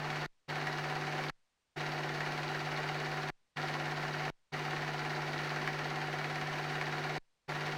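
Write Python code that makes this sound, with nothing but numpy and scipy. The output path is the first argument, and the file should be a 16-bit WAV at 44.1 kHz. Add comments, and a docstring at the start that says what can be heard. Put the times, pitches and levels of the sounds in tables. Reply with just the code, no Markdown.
"""Film projector with sound dropouts

A small-gauge film projector runs steadily close to a mono microphone.
Air and film make a coloured-noise whirr; frame by frame, noise bursts rattle and knocks ring the case.
The motor hums and whines in sine tones, and on some frames a film hole catches with a sharp snap.
Five times the sound cuts out to a dying trace and a soft thump, over faint electrical hiss and buzz."""
import sys
import numpy as np
from scipy import signal
from scipy.fft import rfft, irfft, next_fast_len
from scipy.io import wavfile

SR = 44100
rng = np.random.default_rng(int(sys.argv[2]) if len(sys.argv) > 2 else 0)


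def wrap_up_sound(samples):
    """Save the sound to the file named by the first command line argument, as 16-bit audio."""
    columns = np.atleast_2d(samples).T
    # keep every value between -1 and 1, then stretch to whole-number steps
    tamed = np.clip(columns, -1, 1)
    steps = np.round(tamed * 32767).astype(np.int16)
    wavfile.write(sys.argv[1], SR, steps)


N = 342657
FRAME_HZ = 17.585  # film frames per second
MAINS_HZ = 50


def from_db(db):
    """Turn decibels into a gain."""
    return 10 ** (np.asarray(db) / 20)


def rms_one(x):
    """Scale to an rms (average strength) of 1."""
    return x / np.sqrt(np.mean(x ** 2) + 1e-20)


def seconds():
    """Time of every sample."""
    return np.arange(N) / SR


def bins():
    """Frequencies in Hz at which noise is coloured; the lowest is raised to 1 Hz."""
    return np.maximum(np.fft.rfftfreq(2 * next_fast_len(N // 2 + 1), 1 / SR), 1)


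def curve_db(points):
    """Join spectrum points by straight lines over log frequency."""
    hz, db = np.transpose(points)
    return np.interp(np.log(bins()), np.log(hz), db)


def band_db(hz, octaves):
    """Keep a broad band around one frequency and weaken the rest."""
    distance = np.log2(bins() / hz) / octaves
    return -10 * np.log10(1 + distance ** 4)


def coloured(x, colour_db):
    """Filter by a spectrum; white noise keeps its power."""
    gains = rms_one(from_db(colour_db))
    padded_length = 2 * len(colour_db) - 2
    return irfft(rfft(x, padded_length) * gains)[:N]


def noise(colour_db):
    """Steady random noise of the given colour, with rms 1."""
    return rms_one(coloured(rng.standard_normal(N), colour_db))


def drift(rate_hz):
    """Random wavering with rms 1, mostly slower than the given rate."""
    return noise(-20 * np.log10(1 + (bins() / rate_hz) ** 2))


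def clicks(times, gains):
    """Place single-sample clicks at the given times."""
    at = np.round(np.asarray(times) * SR).astype(int)
    inside = (at >= 0) & (at < N)
    return np.bincount(at[inside], gains[inside], N) + 1e-18


def ring(x, hz, t60):
    """Ring one mode, like a struck bar: it falls by 60 dB in t60 seconds."""
    radius = np.exp(-np.log(1000) / (t60 * SR))
    angle = 2 * np.pi * hz / SR
    return signal.lfilter([1, 0, -1], [1, -2 * radius * np.cos(angle), radius ** 2], x)


def fade(x, decay_s):
    """Give each click an exponential tail that starts at the click's own height."""
    return signal.lfilter([1], [1, -np.exp(-1 / (decay_s * SR))], x)


def each_frame(offset_s, spread_db, jitter_s):
    """Give one blow per film frame, a little uneven in time and strength."""
    starts = np.arange(-1, N / SR * FRAME_HZ) / FRAME_HZ
    late, strong = rng.standard_normal((len(starts), 2)).T
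    return clicks(starts + offset_s + jitter_s * late, from_db(spread_db * strong))


# Colour of the fan air and sliding film noise: f/Hz, relative level/dB
WHIRR_POINTS = [(25, -9.5), (110, -13), (200, -4.5), (520, -5.5), (800, -5.5), (1250, -3), (1900, 0),
                (2550, -8), (3300, -13), (4400, -13), (6100, -19.5), (7200, -31), (12000, -39.5),
                (16000, -38)]
# Resonances (+) and hollows (-) of the housing: f/Hz, width/Hz, level change/dB
HOUSING_MODES = [(249, 22, -2), (363, 13, 4.5), (410, 77, 4.5), (470, 27, 4), (540, 26, 5.5), (609, 30, 5),
                 (658, 22, 5), (781, 20, -5), (767, 43, 14.5), (851, 25, 6.5), (910, 39, 3.5),
                 (994, 28, 6.5), (1103, 22, 6.5), (1173, 80, -1.5), (1646, 23, -4.5), (2032, 91, -4.5),
                 (2265, 39, 4), (2852, 66, 5.5), (3510, 140, -2.5), (3810, 59, 1.5), (4720, 54, 4),
                 (4940, 140, -6.5), (5230, 99, -4.5), (5840, 140, -6), (7600, 780, 3.5), (10310, 580, 6.5),
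                 (12102, 700, -1), (13997, 700, 8.5)]


def whirr_colour():
    """Shape air and film noise with the peaks and dips of the housing."""
    colour = curve_db(WHIRR_POINTS)
    for hz, width, db in HOUSING_MODES:
        colour = colour + db / (1 + (2 * (bins() - hz) / width) ** 2)
    return colour


def grit(grain_db=3.0):
    """Make dense tiny impacts of unequal size, as noise with fast level changes; rms 1."""
    grain = from_db(grain_db * np.clip(drift(1100), -2, 2))
    return rms_one(rng.standard_normal(N) * grain)


# Rattling contacts in each frame cycle:
# t into cycle/s, level over whirr in its band/dB, decay/s, centre f/Hz, width/octaves, strength spread/dB
RATTLE_CONTACTS = [(.0008, 3, 0.0036, 1290, 0.67, -0.5), (.0022, 4, 0.0018, 5460, .7, 1.5),
                   (0.0145, 7, .005, 1400, 0.59, 2), (0.0147, 3, .003, 8020, 0.5, -1),
                   (0.0338, 5.5, 0.0076, 4300, 0.36, 3), (0.0435, 6.5, 0.012, 4730, 1.06, 0.5),
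                   (0.0452, 6, 0.0089, 1800, 0.62, 0.45)]


def film_path(level_db=-41.5, flutter_db=.5, jitter_s=0.00074):
    """A steady whirr, with a gritty burst of rattle at every contact of claw, shutter and film."""
    colour = whirr_colour()
    rattle = np.zeros(N)
    for offset_s, db, decay_s, hz, octaves, spread_db in RATTLE_CONTACTS:
        band_colour = colour + band_db(hz, octaves)
        # how strong the whirr is within this band
        share = np.linalg.norm(from_db(band_colour)) / np.linalg.norm(from_db(colour))
        bursts = fade(each_frame(offset_s, spread_db, jitter_s), decay_s) * grit()
        rattle += from_db(db) * share * coloured(bursts, band_colour)
    level = from_db(level_db + flutter_db * drift(8))
    return level * (noise(colour) + rattle)


def room(x, wet_db=-11, decay_s=0.056, above_hz=1500, count=40):
    """Walls and furniture scatter the bright part of the sound into many quick echoes."""
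    delays = rng.uniform(.004, .06, count)
    echoes = clicks(delays, rng.choice([-1, 1], count) * np.exp(-delays / decay_s))
    bright = signal.sosfilt(signal.butter(2, above_hz, "high", fs=SR, output="sos"), x)
    wet = signal.fftconvolve(bright, echoes / np.linalg.norm(echoes))[:N]
    return x + from_db(wet_db) * wet


# Modes of the case, knocked once a frame: f/Hz, rms level/dB, t60/s
CASE_MODES = [(334, -54.5, .6), (387, -52, .4), (459, -61, .25), (522, -64, .2), (612, -59, .25),
              (722, -54, .25), (739, -54, .25), (758, -54.5, .2), (876, -64, .2), (915, -65, .3),
              (1016, -65, .15), (1371, -57.5, .3), (1407, -58.5, .5), (1442, -60, .5), (1549, -63, .2),
              (1704, -60, .2), (1818, -62, .12), (1932, -61, .15)]


def case(knock_s=.0545, spread_db=.5, jitter_s=.00006, lowest_hz=260, highest_hz=2600):
    """The cam knocks the case so regularly that its modes ring on as a throbbing drone."""
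    knocks = each_frame(knock_s, spread_db, jitter_s)
    # a blunt blow on a small body has little treble or bass
    blunt = signal.butter(2, [lowest_hz, highest_hz], "band", fs=SR, output="sos")
    knocks = signal.sosfilt(blunt, knocks)
    return sum(from_db(db) * rms_one(ring(knocks, hz, t60)) for hz, db, t60 in CASE_MODES)


# Motor hum: multiple of the mains frequency, rms level/dB before slight wavering
HUM_TONES = [(2, -68), (3, -44), (5, -55), (7, -59), (9, -70), (11, -68)]
# Fan and shaft tones: f/Hz, rms level/dB, both before wavering
WHINE_TONES = [(664.5, -60), (763, -59), (855.5, -58), (2005, -60), (2900, -69), (4655, -69)]


def motor(waver_db=0.1, wander=0.001185, whine_waver_db=2.5):
    """Hum at multiples of the mains, with thin fan and shaft tones that waver in pitch and level."""
    t = seconds()
    hum = np.zeros(N)
    for multiple, db in HUM_TONES:
        cycles = round(multiple) * MAINS_HZ * t + rng.random()
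        hum += from_db(db) * np.sin(2 * np.pi * cycles)
    # one shared wander moves all whines in pitch; it is a fraction of their frequency
    turned = t + wander * np.cumsum(drift(5.9)) / SR
    whine = np.zeros(N)
    for hz, db in WHINE_TONES:
        tone = np.sin(2 * np.pi * (hz * turned + rng.random()))
        whine += from_db(db + whine_waver_db * drift(13)) * tone
    # a sine of rms 1 has a peak of root two
    return np.sqrt(2) * (hum * from_db(waver_db * drift(4)) + whine)


# Colour of the electrical hiss: f/Hz, relative level/dB
HISS_POINTS = [(30, 7.5), (150, 0), (600, -3), (2000, -2.5), (4500, -5.5), (9000, -12), (11000, -23.5),
               (15000, -26.5)]


def electronics(hiss_db=-83, buzz_db=-101):
    """Faint coloured hiss, and rectifier buzz at even multiples of the mains."""
    t = seconds()
    buzz = sum(np.sin(2 * np.pi * (2 * k * MAINS_HZ * t + rng.random())) for k in range(5, 13))
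    return from_db(hiss_db) * noise(curve_db(HISS_POINTS)) + from_db(buzz_db) * buzz


# Frames on which the film catches harder: frame number, relative level/dB
SNAP_FRAMES = [(1, -28), (11, -25), (22, -24), (38, -26), (41, -27), (48, -27), (57, -27), (99, -22),
               (109, -26), (119, -23)]
# Modes of the claw: f/Hz, t60/s
CLAW_MODES = [(1650, .025), (1900, 0.031), (2280, 0.011)]


def snaps(catch_s=.0458, second_s=.012, second_db=-6, ring_db=-14.5,
          crack_db=-9, crack_decay_s=.003, crack_hz=1980, crack_octaves=.9):
    """On some frames a film hole catches the entering claw: a crack, then the claw rings, and a second blow
    follows 12 ms later."""
    frame, db = np.transpose(SNAP_FRAMES)
    times = frame / FRAME_HZ + catch_s
    catches = clicks(times, from_db(db))
    blows = catches + clicks(times + second_s, from_db(db + second_db))
    ringing = np.zeros(N)
    for k, (hz, t60) in enumerate(CLAW_MODES):
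        ringing += (-1) ** k * ring(blows, hz, t60)  # every other mode is flipped
    bursts = fade(catches, crack_decay_s) * rng.standard_normal(N)
    crack = coloured(bursts, whirr_colour() + band_db(crack_hz, crack_octaves))
    return from_db(ring_db) * ringing + from_db(crack_db) * crack


# Times when the sound cuts out: start t/s, end t/s
CUTS = [(.2615, .479), (1.3015, 1.759), (3.3015, 3.559), (4.3015, 4.519), (7.1815, 7.479)]


def passing(shut_s=0.0005, linger_db=-15, linger_s=0.0044, leak_db=-47, leak_s=0.12, open_s=0.017):
    """Share of the sound let through: it drops quickly to a dying trace, then ramps back in."""
    t, gain = seconds(), np.ones(N)
    for start, end in CUTS:
        since = np.maximum(t - start, 0)
        linger = from_db(linger_db) * np.exp(-since / linger_s)
        leak = from_db(leak_db) * np.exp(-since / leak_s)
        closing = np.maximum(np.exp(-since / shut_s), linger + leak)
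        opening = np.clip((t - end) / open_s, 0, 1)
        gain *= np.maximum(closing, opening)
    return gain


def thumps(level_db=-43.5, decay_s=.016, coupling_hz=4.0):
    """Each cut leaves a soft downward thump that settles through three coupling stages (high-passes)."""
    thump = fade(clicks([start for start, end in CUTS], np.ones(len(CUTS))), decay_s)
    for stage in range(3):
        thump = signal.lfilter(*signal.butter(1, coupling_hz, "high", fs=SR), thump)
    return -from_db(level_db) * thump


def scene():
    """Interrupt the projector but not the electronics; both channels are the same."""
    projector = room(film_path() + snaps()) + case() + motor()
    mono = projector * passing() + electronics() + thumps()
    return np.tile(mono, (2, 1))


def record(dry, cutoff_hz=15900):
    """Cut the highest treble steeply with a low-pass filter."""
    return signal.sosfilt(signal.ellip(10, .2, 80, cutoff_hz, fs=SR, output="sos"), dry)


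dry = scene()
out = record(dry)
wrap_up_sound(out)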